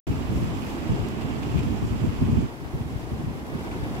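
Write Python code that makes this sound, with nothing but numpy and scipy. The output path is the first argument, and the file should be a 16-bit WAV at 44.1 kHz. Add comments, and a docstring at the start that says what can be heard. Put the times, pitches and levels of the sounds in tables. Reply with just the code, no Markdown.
"""Small waves wash over a low rocky shore, heard from the rocks in a gusty breeze.
The surf is a wide, swelling roar. A hollow rush of sea, coloured differently at each microphone port,
drops abruptly at 2.5 s and partly returns. Bubbles ring in the lapping, wavelets splash, foam fizzes
and two drops tick close by. Gusts buffet each port in its own way and dip when the rush drops."""
import sys
import numpy as np
from scipy import signal
from scipy.fft import rfft, irfft
from scipy.io import wavfile
from scipy.ndimage import uniform_filter1d

SR = 44100
rng = np.random.default_rng(int(sys.argv[2]) if len(sys.argv) > 2 else 0)


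def to_wav(sig):
    """Store sig (one row per channel, or 1-D mono) as 16-bit WAV at the path in sys.argv[1].

    Samples outside -1..1 are clipped; the rate is SR.
    """
    pcm = np.clip(np.atleast_2d(sig), -1, 1) * 32767
    pcm = np.round(pcm).astype(np.int16)
    wavfile.write(sys.argv[1], SR, pcm.T)  # frames by channels


N = 176400
TIME = np.arange(N) / SR
FREQS = np.maximum(np.fft.rfftfreq(N, 1 / SR), 1)
PORT_DELAY_S = 0.00052  # lag of the right port for water off to the left


def from_db(db):
    """Decibels to gain."""
    return 10 ** (np.asarray(db) / 20)


def unit_power(x):
    """Scale to an RMS of 1."""
    return x / np.sqrt(np.mean(x ** 2) + 1e-20)


def fader(curve):
    """Gain over time from (t/s, level/dB) points."""
    return from_db(np.interp(TIME, *np.transpose(curve)))


def over_hz(points):
    """Join (f/Hz, value) points on a log-frequency axis."""
    hz, value = np.transpose(points)
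    return np.interp(np.log(FREQS), np.log(hz), value)


def colour(x, spectrum):
    """EQ unit white noise to a spectral density in dB."""
    return irfft(rfft(x) * from_db(over_hz(spectrum)) * np.sqrt(SR / 2), N)


def pan(db):
    """Stereo gains that put the left this many dB above the right."""
    return from_db(np.array([[db], [-db]]) / 2)


def drift(rate_hz):
    """Smooth random wander of spread 1."""
    return unit_power(irfft(rfft(rng.standard_normal(N)) / (1 + (FREQS / rate_hz) ** 2), N))


def flicker(x, depth_db, rate_hz, bands=9):
    """Let each octave of a sound swell and sink on its own."""
    octave = np.clip(np.log2(FREQS / 60), 0, bands - 1)
    spectrum, out = rfft(x), 0
    for k in range(bands):
        band = irfft(spectrum * np.maximum(1 - abs(octave - k), 0), N)
        out = out + band * from_db(depth_db * drift(rate_hz))
    return out


def grains(per_s, spread_db):
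    """Random impulses of uneven size and sign, at unit power."""
    sizes = from_db(spread_db * np.minimum(rng.exponential(1, N), 4))
    signs = rng.choice([-1, 1], N)
    return unit_power(sizes * signs * (rng.random(N) < per_s / SR))


# Tone of the roar: f/Hz, density/dB
SURF_EQ = [(40, -92), (150, -72), (320, -64), (520, -73.5), (760, -73), (1000, -77), (1300, -82),
           (1650, -79.5), (2000, -85), (2500, -88), (3300, -91), (4000, -95.5), (6500, -102.5),
           (8500, -102), (16000, -110)]
# Stereo image of the roar: f/Hz, left-right correlation
SURF_IMAGE = [(100, 1), (450, 0.74), (780, 0.68), (1100, 0.46), (1420, -0.62), (1720, -0.87), (2080, -0.23),
              (2700, -0.9), (3500, -0.28), (4100, 0.11), (6500, -0.26), (12000, -0.19)]
# Rise and fall of the sea, which also drives the lapping: t/s, level/dB
SEA_SWELL = [(0.07, 1.5), (0.45, 2.5), (0.9, 4.5), (1.4, 1.5), (2.0, 1.1), (2.4, 1.5), (2.56, -1),
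             (2.65, .5), (2.8, 0.4), (3.0, 1), (3.48, 0), (3.55, 3.5), (4.0, 4.5)]
def surf(churn_db=0.92):
    """Broken water along the shore: a wide roar that churns and follows the swell."""
    alike = np.clip(over_hz(SURF_IMAGE), -0.98, 0.98)
    mid, side = rfft(rng.standard_normal((2, N)))
    wide = irfft(np.sqrt((1 + alike) / 2) * mid + np.sqrt((1 - alike) / 2) * side * [[1], [-1]], N)
    churn = from_db(churn_db * drift(rate_hz=18))
    return fader(SEA_SWELL) * churn * flicker(colour(wide, SURF_EQ), depth_db=1.0, rate_hz=82)


# Hollow tone of the rush, per port: f/Hz, density/dB
RUSH_EQ_LEFT = [(150, -65.5), (300, -60), (480, -75.5), (1000, -77), (1400, -85), (1700, -85.5),
                (2100, -84.5), (2600, -84), (3700, -94), (4800, -91), (7000, -103.5), (9000, -104),
                (12000, -101), (16000, -107)]
RUSH_EQ_RIGHT = [(150, -66.5), (230, -53.5), (300, -59), (420, -62), (560, -78), (1100, -70), (1400, -78.5),
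                 (1900, -81), (2700, -75), (3300, -79.5), (4100, -90), (5000, -86.5), (5900, -91),
                 (7600, -88), (8900, -104), (12500, -101.5), (16000, -110)]
# Focused lows, diffuse highs: f/Hz, share of power common to both ports
RUSH_FOCUS = [(300, 0.91), (1000, 0.47), (4000, 0.25)]
# The rush drops abruptly at 2.5 s and partly returns: t/s, level/dB
RUSH_FADER = [(0.07, -1), (0.4, -1), (0.7, -0.5), (1.3, -1), (1.58, 0.5), (1.8, -0.5), (2.2, -1.5),
              (2.45, -2), (2.55, -12.5), (2.9, -9), (3.35, -9), (3.48, -11.5), (3.63, -7.5), (4.0, -7)]
def rush():
    """A hollow rush of sea, coloured differently at each port; the shared part arrives left first."""
    share = over_hz(RUSH_FOCUS)
    common = rng.standard_normal(N)
    arrivals = rfft([common, np.roll(common, round(PORT_DELAY_S * SR))])
    diffuse = rfft(rng.standard_normal((2, N)))
    left, right = irfft(np.sqrt(share) * arrivals + np.sqrt(1 - share) * diffuse, N)
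    hiss = np.array([colour(left, RUSH_EQ_LEFT), colour(right, RUSH_EQ_RIGHT)])
    return fader(RUSH_FADER) * flicker(hiss, depth_db=1.34, rate_hz=24)


# Balance of low and high bubbles: f/Hz, relative level/dB
BUBBLE_BALANCE = [(600, -63.5), (1000, -66), (1600, -64.5), (2600, -68.5), (3400, -67), (5000, -69)]
def lapping(voices=22, bubbles_per_s=900, ring_cycles=28, swell_exponent=1.44):
    """Bubbles ring briefly from all along the rocks, mostly reaching the left port first."""
    spectrum = np.zeros((2, len(FREQS)), complex)
    pitches, levels = np.transpose(BUBBLE_BALANCE)
    for hz in np.geomspace(pitches[0], pitches[-1], voices):
        radius = from_db(-60 * hz / (ring_cycles * SR))  # 60 dB down after ring_cycles
        poles = [1, -2 * radius * np.cos(2 * np.pi * hz / SR), radius ** 2]
        pops = grains(bubbles_per_s / voices, spread_db=2)
        rings = unit_power(signal.lfilter([1, 0, -1], poles, pops + 1e-18))
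        lag_s = PORT_DELAY_S * rng.uniform(-0.34, 1)
        delay = np.exp(-2j * np.pi * FREQS * [[0], [lag_s]])
        spectrum += from_db(np.interp(hz, pitches, levels)) * rfft(rings) * delay
    return from_db(-5.0) * pan(db=1.5) * fader(SEA_SWELL) ** swell_exponent * irfft(spectrum, N)


# Slaps of water on rock: t/s, decay/s, level/dB, f/Hz
SPLASH_CUES = [(0.43, .03, -48, 2600), (0.62, .02, -46, 2550), (0.665, 0.036, -45.5, 2130),
               (1.045, .012, -47, 2770), (1.211, 0.015, -41.5, 2670), (1.43, .009, -38.5, 2530),
               (1.457, .012, -45, 2900), (1.513, .015, -46, 2650), (1.575, 0.014, -43, 2500),
               (1.59, 0.013, -40, 2570), (1.63, 0.0099, -40, 2490), (3.61, .03, -54, 2300),
               (3.712, .04, -48.5, 2390)]
def splashes(attack_s=0.0015, width_hz=550):
    """Wavelets slap the rocks: each a sudden spatter of drops that ring around one pitch and fade."""
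    out = np.zeros((2, N))
    for start, decay_s, db, hz in SPLASH_CUES:
        age = TIME - start
        envelope = np.clip(age / attack_s, 0, 1) * np.exp(-np.clip((age - attack_s) / decay_s, 0, 20))
        drops = np.array([grains(per_s=1500, spread_db=2) for _ in range(2)])
        resonance = signal.iirpeak(hz, hz / width_hz, fs=SR)
        out += from_db(db) * envelope * unit_power(signal.lfilter(*resonance, drops + 1e-18))
    return pan(db=-1.0) * out


# Bright tone of the fizz: f/Hz, density/dB
FOAM_EQ = [(800, -95), (2500, -105), (5000, -95), (7500, -99), (8700, -102), (10000, -99.5), (12500, -100),
           (14000, -103), (16000, -103)]
# Foam coming and going: t/s, level/dB
FOAM_FADER = [(0.07, 2.5), (0.3, -1.5), (0.36, 5.5), (0.44, 3), (0.53, -3), (0.62, 3), (0.7, 5), (0.82, -2),
              (1.0, -4), (1.2, -3), (1.45, -2), (1.59, -1), (1.72, -1), (2.0, 0.5), (2.42, -5), (2.55, -1),
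              (3.0, -0.5), (3.3, -1.5), (4.0, 1.5)]
def foam():
    """Thousands of tiny bubbles burst in an even hiss as the wash runs over the rocks."""
    bursts = np.array([grains(per_s=12000, spread_db=2.5) for _ in range(2)])
    fizz = flicker(colour(bursts, FOAM_EQ), depth_db=1.0, rate_hz=12)
    return pan(db=3) * fader(FOAM_FADER) * fizz


# Close drops: t/s, level before the low cut/dB, pan to the left/dB
DROP_CUES = [(1.0871, -24, -5), (3.468, -31, -2)]
def drop_ticks(decay_s=0.00006, low_cut_hz=1500):
    """Each drop lands as one tiny, bright snap."""
    snaps = np.zeros((2, N))
    for start, db, pan_db in DROP_CUES:
        age = (np.arange(N) - round(start * SR)) / SR
        snaps += pan(pan_db) * from_db(db) * (age >= 0) * np.exp(-abs(age) / decay_s)
    low_cut = signal.butter(1, low_cut_hz, "high", fs=SR, output="sos")
    return signal.sosfilt(low_cut, snaps + 1e-18)


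# Bed of breeze: t/s, left level/dB, right level/dB
BREEZE_FADER = [(0.08, -28.5, -33), (0.18, -28, -28), (0.25, -35, -28.5), (0.33, -29, -29),
                (0.5, -27.5, -30.5), (0.7, -37, -34.5), (0.87, -38, -30.5), (1.08, -34, -33.5),
                (1.22, -36.5, -29), (1.42, -33, -29.5), (1.62, -25, -27.5), (1.8, -35.5, -28),
                (1.95, -37, -29), (2.0, -29, -30), (2.16, -32, -33), (2.3, -20.5, -24),
                (2.45, -29.5, -22.5), (2.52, -41.5, -67), (2.58, -38, -60), (2.7, -39, -65),
                (2.78, -39.5, -36), (2.96, -35, -38), (3.05, -34, -43), (3.18, -35, -34), (3.33, -33, -41),
                (3.47, -41, -41), (3.56, -36, -32), (3.68, -38, -36), (3.78, -31, -32), (4.0, -35, -32.5)]
# Sudden hits of air: t/s, length/s, left level/dB, right level/dB
BUFFET_CUES = [(0.082, 0.029, -23, -23), (0.294, .03, -28, -22), (0.354, 0.024, -21, -21.5),
               (0.416, 0.026, -23.5, -21.5), (0.892, 0.037, -23, -19), (0.919, 0.031, -22, -42),
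               (0.988, 0.04, -21, -42), (1.245, 0.018, -34, -23.5), (1.307, 0.022, -44, -26),
               (1.477, 0.023, -32, -32), (1.542, 0.039, -16.5, -34), (1.664, 0.024, -43, -17.5),
               (1.713, 0.023, -34, -20.5), (1.824, 0.026, -17, -29), (1.9, 0.043, -22.5, -30),
               (2.016, 0.043, -27, -18), (2.06, 0.041, -22, -38), (2.212, 0.027, -17.5, -17.5),
               (2.28, 0.024, -31, -24.5), (2.312, 0.025, -18, -35), (2.367, 0.026, -22, -16),
               (2.43, 0.026, -35, -35), (2.61, 0.016, -35, -33), (2.65, 0.016, -29, -42),
               (2.732, 0.03, -28, -25), (2.796, 0.024, -28.5, -29), (2.855, 0.014, -32, -28.5),
               (2.923, 0.02, -32, -30), (2.954, 0.013, -27, -31), (3.116, 0.026, -27, -28),
               (3.186, .016, -33, -33), (3.235, 0.015, -27.5, -28), (3.263, 0.037, -29.5, -29),
               (3.522, 0.04, -32, -29), (3.818, 0.018, -32, -28.5)]
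def gusts(port, attack_s=0.0044, release_s=0.012):
    """Wind strength at one port (0 left, 1 right): breeze plus buffets that hit, hold and let go."""
    power = fader([(t, levels[port]) for t, *levels in BREEZE_FADER]) ** 2
    for start, length, *levels in BUFFET_CUES:
        age = TIME - start
        envelope = np.clip(age / attack_s, 0, 1) * np.exp(-np.clip((age - length) / release_s, 0, 20))
        power += (from_db(levels[port]) * envelope) ** 2
    return np.sqrt(power)


# Tone of the wind rumble, per port: f/Hz, relative level/dB
WIND_EQ_LEFT = [(20, -32), (35, -9.5), (55, 3.5), (85, 2.5), (135, 6), (190, -5), (250, -7.5), (340, -19.5),
                (500, -31), (1200, -44), (3000, -61)]
WIND_EQ_RIGHT = [(20, -29), (35, -52), (55, 6), (130, -1), (190, -3.5), (240, 1.5), (340, -11.5),
                 (500, -22), (1200, -48), (3000, -69)]
def wind(strength, eq, trim_db, eddy_share=0.45, deep_hz=77, deep_exponent=0.72, pivot_db=-33):
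    """Eddies thump one port over a bed of turbulence; the deepest part grows less with the wind."""
    eddies = np.sqrt(eddy_share) * grains(per_s=260, spread_db=3)
    turbulence = np.sqrt(1 - eddy_share) * rng.standard_normal(N)
    rumble = colour(eddies + turbulence, eq)
    rumble /= np.sqrt(uniform_filter1d(rumble ** 2, size=2600) + 1e-12)  # level out over about 60 ms
    deep = irfft(rfft(rumble) / (1 + (FREQS / deep_hz) ** 4), N)
    deep_gain = (strength / from_db(pivot_db)) ** (deep_exponent - 1)
    return from_db(trim_db) * strength * (rumble - deep + deep_gain * deep)


def scene():
    """The stereo mix: the sea ahead and the wind on the microphone."""
    wind_pair = np.array([wind(gusts(port=0), WIND_EQ_LEFT, trim_db=1.1),
                          wind(gusts(port=1), WIND_EQ_RIGHT, trim_db=0.36)])
    return surf() + lapping() + splashes() + foam() + drop_ticks() + rush() + wind_pair


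def record(dry):
    """The microphone opens after a moment; the top is cut steeply."""
    open_s, fade_s, high_cut_hz = 0.068, 0.002, 15780
    opened = dry * np.clip((TIME - open_s) / fade_s, 0, 1)
    return irfft(rfft(opened) / np.sqrt(1 + (FREQS / high_cut_hz) ** 400), N)


dry = scene()
out = record(dry)
to_wav(out)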